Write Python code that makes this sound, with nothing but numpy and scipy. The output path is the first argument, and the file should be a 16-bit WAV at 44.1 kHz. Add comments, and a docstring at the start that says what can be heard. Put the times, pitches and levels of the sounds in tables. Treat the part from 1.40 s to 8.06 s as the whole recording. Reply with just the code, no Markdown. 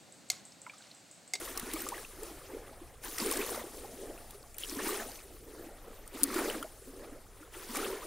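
"""Small waves on a pebbly lake shore.

Each wave folds over with a fizz of spray, traps pockets of air that gurgle, and drains among the stones.
Bubbles are damped sines rising in pitch; drops crack and ring on the stones. Something small snaps once,
close by on the left. Far water hisses, a light breeze rumbles, the microphone ports ring in the treble."""
import sys
import numpy as np
from scipy import signal
from scipy.fft import rfft, irfft, next_fast_len
from scipy.io import wavfile
from scipy.ndimage import uniform_filter1d, map_coordinates

SR = 44100
rng = np.random.default_rng(int(sys.argv[2]) if len(sys.argv) > 2 else 0)


def to_wav(sig):
    """Store sig (one row per channel, or 1-D mono) as 16-bit WAV at the path in sys.argv[1].

    Samples outside -1..1 are clipped; the rate is SR.
    """
    pcm = np.clip(np.atleast_2d(sig), -1, 1) * 32767
    pcm = np.round(pcm).astype(np.int16)
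    wavfile.write(sys.argv[1], SR, pcm.T)  # frames by channels


N = 293739


def wash():
    """Body of the waves: low gurgle, mid splash, treble fizz and spatter, lingering foam."""
    # spectral shapes: f/Hz, density/dB
    gurgle_shape = [(110, -43), (160, -26), (210, 3), (390, 1.5), (600, -4.5), (850, -5), (1200, -39)]
    splash_shape = [(200, -58), (400, -9), (750, -9), (1150, -5), (1550, -8.5), (1900, -6.5), (2700, -10.5),
                    (4200, -13), (8000, -21.5)]
    fizz_shape = [(250, -45), (600, -11), (2000, 0.5), (4000, -2.5), (7000, -1), (12000, 0), (14500, 0.5),
                  (16000, -4.5)]
    foam_shape = [(1200, -30), (3000, -2.5), (7000, 0.5), (11000, 1), (16000, -7)]
    gurgle_gain, splash_gain, fizz_gain, foam_gain, pitch_hz = surges()
    steady = np.ones(N)
    vigour = np.clip((20 * np.log10(fizz_gain) + 71) / 18, .15, 1)  # calm backwash to breaking crest
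    gurgle = swarm(gurgle_shape, pitch_hz, steady, octaves=0.343, cycles=15.5, rise=0.609, onset=0.052,
                   scatter_db=3.5, share=0.85, patchy_db=-0.5, throb_db=0.77, count=1700, samples=3500)
    splash = swarm(splash_shape, 1400 * steady, steady, octaves=0.698, cycles=21, rise=0.32, onset=0.13,
                   scatter_db=6, share=0.49, patchy_db=3, throb_db=0.9, count=5000, samples=900)
    fizz = swarm(fizz_shape, 7000 * steady, vigour, octaves=0.714, cycles=9, rise=0.2, onset=0.068,
                 scatter_db=0, share=0.39, patchy_db=4, throb_db=1.6, count=6000, samples=120)
    foam = coloured(patchy(depth_db=2.5), foam_shape)
    body = gurgle_gain * gurgle + splash_gain * splash + fizz_gain * fizz + foam_gain * foam
    return body + spatter(fizz_gain)


def surges():
    """Gains of gurgle, splash, fizz and foam; gurgle pitch, led by the loudest surge."""
    # breaking waves: crest/s, rise/s, hold/s, drain/s, gurgle/dB, gurgle/Hz, splash/dB, fizz/dB, foam/dB
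    waves = [(0.341, 0.26, 0.23, 0.28, -49.5, 346, -49, -48.5, -54.5),
             (1.815, 0.088, 0.36, 0.22, -40, 346, -42.5, -41, -51),
             (3.479, 0.25, 0.072, 0.25, -38.5, 447, -41, -44.5, -66),
             (4.981, 0.25, 0.087, 0.22, -36, 393.7, -38.5, -43.5, -57.5),
             (6.358, 0.1, 0.04, 0.5, -40, 350.7, -41, -45, -65)]
    # lips curling ahead of the crests: t/s, hold/s, gurgle/dB, splash/dB, fizz/dB
    curls = [(-0.05, 0.34, -47.5, -46.5, -47.5), (1.641, 0.021, -52, -48.5, -43.5),
             (3.207, 0.49, -61.5, -56.5, -45), (4.742, 0.23, -56.5, -52.5, -48.5),
             (6.14, 0.2, -54, -53.5, -51.5)]
    # backwash among the stones: peak/s, drain/s, gurgle/dB, splash/dB, fizz/dB
    sloshes = [(0.84, 0.63, -51, -53, -55), (1.123, 0.77, -48, -54.5, -83), (1.42, 0.87, -61, -64, -83),
               (2.398, 0.39, -47.5, -59, -54), (2.62, 0.71, -45.5, -55, -56.5),
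               (2.95, 0.034, -68, -63, -61), (3.9, 1, -57.5, -71, -59.5), (4.177, 0.75, -48.5, -56, -59.5),
               (4.52, 0.45, -54, -60, -60.5), (5.48, 0.6, -55.5, -64, -61), (5.647, 0.39, -47.5, -57, -90),
               (6.03, 0.23, -57, -60, -61.5)]
    air_lag_s, air_min_rise_s, curl_hz = 0.042, 0.073, 400  # trapped air answers after the crest
    gurgle, pitch, splash, fizz, foam = [], [], 0, 0, 0
    for s, rise, hold, drain, gurgle_db, gurgle_hz, splash_db, fizz_db, foam_db in waves:
        gurgle.append(lap(s + air_lag_s, max(rise, air_min_rise_s), hold, drain, gurgle_db))
        pitch.append(pocket_pitch(s + air_lag_s, gurgle_hz))
        splash += lap(s, rise, hold, drain, splash_db)
        fizz += lap(s, rise, 0.89 * hold, 1.11 * drain, fizz_db)
        foam += lap(s, rise, hold, drain_s=2.23, db=foam_db)
    minor = [(lap(s, rise_s=0.027, hold_s=hold, drain_s=0.314), curl_hz, levels)
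             for s, hold, *levels in curls]
    minor += [(lap(s, rise_s=0.254, hold_s=0, drain_s=drain), pocket_pitch(s, peak_hz=429.7), levels)
              for s, drain, *levels in sloshes]
    for power, hz, (gurgle_db, splash_db, fizz_db) in minor:
        gurgle.append(amp(gurgle_db) ** 2 * power)
        pitch.append(hz)
        splash += amp(splash_db) ** 2 * power
        fizz += amp(fizz_db) ** 2 * power
    pitch_hz = sum(power * hz for power, hz in zip(gurgle, pitch)) / sum(gurgle)
    return np.sqrt(sum(gurgle)), np.sqrt(splash), np.sqrt(fizz), np.sqrt(foam), pitch_hz


def lap(peak_s, rise_s, hold_s, drain_s, db=0):
    """Power of one surge: rise, sagging hold and drain, each linear in dB."""
    span_db, sag_db_per_s = 20, 12.5
    t = np.arange(N) / SR - peak_s
    spans_below = np.maximum(-t / rise_s, (t - hold_s) / drain_s).clip(0)
    return amp(db - span_db * spans_below - sag_db_per_s * t.clip(0, hold_s)) ** 2


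def pocket_pitch(peak_s, peak_hz):
    """Air pockets shrink as a surge runs out, so their pitch climbs."""
    climb_oct_per_s, range_hz = 2.59, (260, 682)
    return np.clip(peak_hz * 2 ** (climb_oct_per_s * (np.arange(N) / SR - peak_s)), *range_hz)


def swarm(shape, centre_hz, vigour, octaves, cycles, rise, onset,
          scatter_db, share, patchy_db, throb_db, count, samples):
    """Random bubbles over patchy noise, rms 1; vigorous water is grainier and throbs more."""
    at = rng.integers(0, N, count)
    hz = np.clip(centre_hz[at] * 2 ** (octaves * rng.standard_normal(count)), 120, 15000)
    db = scatter_db * np.clip(rng.standard_normal(count), -3, 2)
    crowd = coloured(bubbles(at / SR, db, hz, cycles, rise, onset, samples), shape)
    noise = coloured(patchy(patchy_db), shape)
    share = np.clip(share * vigour, 0, 1)
    mix = np.sqrt(share) * crowd + np.sqrt(1 - share) * noise
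    throb = amp(throb_db * vigour * (wobble(17) + 0.48 * wobble(45)))
    return unit(mix * throb)


def bubbles(s, db, hz, cycles, rise, onset, samples):
    """Damped sines that climb as each bubble nears the surface; two strands."""
    t = np.arange(samples) / SR
    age = t * (hz / cycles)[:, None]  # in lifetimes, like onset
    taper = np.cos(np.pi / 2 * t * SR / samples)
    envelope = amp(db[:, None] - 32.4 * age) * (1 - np.exp(-age / onset)) * taper
    phase = 2 * np.pi * hz[:, None] * t * (1 + np.reshape(rise, (-1, 1)) * np.minimum(age, 2) / 2)
    at = (np.round(s * SR).astype(int)[:, None] + np.arange(samples)).ravel()
    offset_rad = 2 * np.pi * rng.random((len(s), 1))
    strands = [envelope * np.sin(phase + k * offset_rad) for k in (0, 1)]
    return np.array([np.bincount(at, strand.ravel(), N + samples)[:N] for strand in strands])


def pockets():
    """Single air pockets gulp; small bubbles plink, each shedding a brood of three."""
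    # large air pockets: t/s, level/dB, f/Hz, life/cycles
    gulps = [(0.228, -25, 227, 5.6), (0.337, -19, 306, 11.4), (0.404, -29, 334, 10),
             (0.818, -26.5, 433, 24), (1.141, -25, 438, 19), (1.415, -29.5, 328, 8.8),
             (1.818, -20, 223, 7.2), (1.863, -20.5, 373, 5.9), (1.895, -29, 335, 5.5),
             (1.989, -20.5, 399, 19), (2.175, -21, 560, 7.7), (2.24, -27, 322, 8), (2.533, -32, 245, 9.2),
             (2.44, -40, 400, 4.9), (2.698, -24, 392, 3.4), (2.945, -34, 390, 17), (3.323, -24, 302, 5.6),
             (3.369, -20.5, 254, 5.8), (3.47, -15.5, 336, 3.9), (3.527, -19, 407, 18),
             (4.745, -27.5, 257, 7.9), (4.823, -18.5, 273, 14), (4.96, -13.5, 344, 6.6),
             (5.473, -33.5, 261, 20), (6.161, -30.5, 356, 16), (6.005, -35, 300, 16),
             (6.291, -28.5, 226, 12), (6.366, -25, 273, 10), (6.421, -26, 332, 14), (6.455, -17, 400, 3.9),
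             (6.496, -23.5, 371, 29)]
    # small bubbles: t/s, level/dB, f/Hz, relative pitch rise
    plinks = [(0.175, -23, 1110, 0.071), (0.26, -29, 2320, 0.11), (0.3143, -23, 3630, 0.12),
              (0.359, -19, 2180, 0.076), (0.465, -18, 1085, 0.18), (0.519, -17, 847, 0.64),
              (0.542, -21, 1870, 0.18), (0.579, -21.5, 1630, 0.059), (0.6484, -20, 2540, 0.11),
              (1.78, -16.5, 1880, .1), (1.917, -14, 1053, 0.085), (2.0138, -11, 2450, 0.08),
              (2.156, -23, 870, 0.076), (2.443, -23.5, 760, 0.15), (2.6994, -28, 720, 0.078),
              (2.777, -28.5, 2520, 0.085), (3.038, -34, 1080, 0.091), (3.146, -35, 2360, 0.091),
              (3.2351, -11, 2960, 0.09), (3.39, -15.5, 1660, 0.082), (3.396, -21, 1044, 0.077),
              (3.489, -15.5, 1110, .1), (3.5986, -15, 1690, 0.084), (3.789, -27.5, 2350, 0.14),
              (4.901, -17.5, 1280, 0.064), (4.964, -14, 1350, 0.11), (4.982, -17, 1240, 0.11),
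              (5.099, -10.5, 2880, 0.091), (5.226, -15, 1320, 0.064), (5.227, -21, 3100, 0.064),
              (5.243, -21.5, 612, 0.074), (6.029, -29.5, 1340, 0.07), (6.3586, -16, 2190, 0.1),
              (6.462, -20, 1170, 0.1), (6.628, -22, 1146, 0.12)]
    s, db, hz, cycles = np.transpose(gulps)
    low = bubbles(s, db, hz, cycles, rise=0.098, onset=0.32, samples=5000)
    s, db, hz, rise = np.transpose(plinks)
    cycles = 11 + 20 * rise
    late, size, pitch = rng.standard_normal((len(s), 3, 3)).transpose(2, 0, 1)
    brood_s = (s[:, None] + 0.0071 * abs(late)).ravel()
    brood_db = (db[:, None] - 12.5 + 3 * size).ravel()
    brood_hz = (hz[:, None] * 2 ** (.3 * pitch)).ravel()
    brood_cycles = np.repeat(0.49 * cycles, 3)
    brood = bubbles(brood_s, brood_db, brood_hz, brood_cycles, rise=.15, onset=0.49, samples=2000)
    return low + bubbles(s, db, hz, cycles, rise, onset=0.68, samples=2000) + brood


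def drops():
    """Spray hits the stones: a brief ring and a broad crack per drop."""
    # impacts: t/s, level/dB, f/Hz, crack re ring/dB
    impacts = [(0.1746, -26.5, 5430, 5), (0.196, -34, 9650, 10), (0.335, -35, 10200, 13),
               (0.405, -30, 8160, 0.5), (0.42, -27, 13900, -17), (0.488, -24, 7500, -2),
               (0.833, -32, 7750, -1), (1.647, -32, 9800, -2), (1.7835, -21.5, 5700, -0.5),
               (1.8015, -20, 4900, -22), (1.861, -21, 9350, -8), (1.912, -23.5, 9000, 4),
               (1.9227, -23.5, 8740, 2.5), (1.971, -27.5, 8900, 4.5), (2.064, -28, 11200, -14),
               (2.907, -50, 8850, 14), (3.029, -42.5, 4540, -10), (3.101, -57, 5030, -15),
               (3.144, -38, 7200, -6), (3.168, -41, 9400, -14), (3.1829, -27.5, 13600, 0.5),
               (3.256, -48, 10300, -10), (3.2966, -25.5, 5400, -15), (3.574, -27.5, 10000, -29),
               (3.717, -38, 4570, -10), (4.6769, -35.5, 9150, -2.5), (4.943, -43, 10800, 16),
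               (5.099, -38, 10000, 8), (5.227, -35.5, 9670, 3), (5.594, -52, 13300, -6),
               (6.358, -26.5, 7240, -14), (6.369, -30.5, 9360, 8)]
    crack_t60_s, ring_t60_s = 0.018, 0.0061
    out, t = np.zeros((2, N + SR)), np.arange(400) / SR
    for s, db, hz, crack_db in impacts:
        noise = rng.standard_normal((2, len(t)))
        crack = amp(crack_db - 60 * t / crack_t60_s) * (1 - np.exp(-t / 0.0017)) * noise
        phase = 2 * np.pi * (hz * t + rng.random((2, 1)))
        ring = amp(-60 * t / ring_t60_s) * (1 - np.exp(-t / 0.0001)) * np.sin(phase)
        out[:, round(s * SR):][:, :len(t)] += amp(db) * (crack + ring)
    return drop_highpass(out[:, :N])


def spatter(fizz_gain, count=160, centre_hz=5100):
    """Stray drops tick at random; their level follows the fizz."""
    s = rng.integers(0, N, count) / SR
    db = 4 - 4.5 * np.minimum(rng.exponential(size=count), 3)
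    hz = np.clip(centre_hz * 2 ** rng.standard_normal(count), 1500, 14000)
    return fizz_gain * drop_highpass(bubbles(s, db, hz, cycles=8, rise=.1, onset=0.2, samples=300))


def drop_highpass(x, corner_hz=1400):
    """Drops are too small to radiate bass."""
    return filtered(x, lambda hz: hz ** 2 / (hz ** 2 + corner_hz ** 2))


def snap():
    """A tiny hard object rings for milliseconds, rattles and rebounds."""
    # snap and rebound: t/s, level/dB, main mode offset/dB
    hits = [(4.8340, -9, 0), (4.8392, -9, -10)]
    # modes of the object: f/Hz, level/dB, t60/s
    modes = [(4500, -11, .002), (6500, -13, .0015), (9500, 0, .0038), (10700, -8, .003), (14000, -9, .0025)]
    lag_s, pan_db = np.array([[24e-6], [0]]), np.array([[0.8], [-0.3]])  # left, right
    out, t = np.zeros((2, N)), np.arange(700) / SR
    hz, mode_db, t60_s = np.transpose(modes)[:, :, None, None]
    for s, db, main_db in hits:
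        struck_db = mode_db + main_db * (mode_db == mode_db.max())
        ring = np.sum(amp(struck_db - 60 * t / t60_s) * np.sin(2 * np.pi * hz * (t - lag_s)), axis=0)
        rattle = amp(-15 - 60 * t / .016) * rng.standard_normal((2, len(t)))
        out[:, round(s * SR):][:, :len(t)] += amp(db + pan_db) * (ring + rattle)
    return filtered(out, lambda f: (1j * f / (1j * f + 2500)) ** 2)  # too small to radiate bass


def breeze():
    """Low, lumpy rumble of moving air."""
    # rumble spectrum: f/Hz, density/dB
    shape = [(8.8, -43), (15, 11), (51, 0), (123, -8.5), (165, -13), (190, -15), (250, -80), (420, -120)]
    # breeze strength: t/s, level/dB
    trend = [(0.0, -53.5), (6.66, -55.5)]
    rumble = coloured(rng.standard_normal((2, N)), shape)
    db = np.interp(np.arange(N) / SR, *np.transpose(trend))
    return amp(db + 0.31 * wobble(5.3)) * rumble


def lake(level_db=-68.5):
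    """Smooth hiss of water farther along the shore."""
    # far water spectrum: f/Hz, density/dB
    shape = [(150, -12), (400, 3), (800, -27), (1300, 0.5), (4000, -28), (8000, -18), (14500, -41),
             (16500, -45)]
    return amp(level_db) * coloured(patchy(depth_db=2), shape)


def spread(strands):
    """Two strands become left and right, more alike in the bass than in the treble."""
    # left-right likeness: f/Hz, coherence
    alike = [(30, 0.94), (250, 1), (600, 0.99), (1500, 0.98), (4000, 0.94), (7000, 0.78), (10000, 0.85),
             (15000, 0.92)]

    def weights(hz):
        angle = np.arccos(np.clip(along(alike, hz), -1, 1)) / 2
        return np.array([np.cos(angle), np.sin(angle)])
    mid, side = filtered(strands, weights)
    return np.array([mid + side, mid - side])


def patchy(depth_db):
    """Two strands of white noise, level varying in small time-frequency patches."""
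    spectra = signal.stft(rng.standard_normal((2, N)), nperseg=256)[2]
    field = uniform_filter1d(rng.standard_normal(spectra.shape[1:]), size=9, axis=0)
    field = uniform_filter1d(field, size=7, axis=1)
    return signal.istft(spectra * amp(depth_db * unit(field)), nperseg=256)[1][:, :N]


def wobble(knots_per_s):
    """Smooth random curve."""
    knots = rng.standard_normal(int(N * knots_per_s / SR) + 4)
    return map_coordinates(knots, [np.arange(N) * knots_per_s / SR])


def coloured(x, shape):
    """x shaped by (f/Hz, gain/dB) points, rms 1."""
    return unit(filtered(x, lambda hz: amp(along(shape, hz))))


def filtered(x, response):
    """Apply a complex frequency response."""
    m = next_fast_len(N + 8192)
    return irfft(rfft(x, m) * response(np.fft.rfftfreq(m, 1 / SR)), m)[..., :N]


def along(points, hz):
    """Interpolate (f/Hz, value) points on a log axis."""
    f, value = np.transpose(points)
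    return np.interp(np.log(hz + 1), np.log(f + 1), value)


def amp(db):
    """dB to gain."""
    return 10 ** (np.asarray(db) / 20)


def unit(x):
    """Scale to rms 1."""
    return x / np.sqrt(np.mean(x ** 2) + 1e-20)


def scene():
    """Water and air in stereo, plus the close snap."""
    return spread(wash() + lake() + pockets() + drops() + breeze()) + snap()


def record(dry, top_hz=15750):
    """Each microphone port adds its resonances and arrival phase; the top is cut off."""
    # port resonances and a notch: f/Hz, width/Hz, left/dB, right/dB
    ports = [(9440, 2050, 6.5, 2), (12000, 1100, -4, -5), (14000, 700, 5.5, 2.5)]
    # phase lead of the left port: f/Hz, lead/rad
    lead = [(500, -0.022), (3500, 0.0047), (6500, -0.061), (9000, 0.17), (16000, 0.11)]

    def response(f):
        ring = 0
        for hz, width_hz, left_db, right_db in ports:
            band = 1j * f * width_hz / (hz * hz - f * f + 1j * f * width_hz)
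            ring += (amp([[left_db], [right_db]]) - 1) * band
        arrival = np.exp(.5j * along(lead, f) * np.array([[1], [-1]]))
        return (1 + ring) * arrival * (f < top_hz)
    return filtered(dry, response)


dry = scene()
out = record(dry)
to_wav(out)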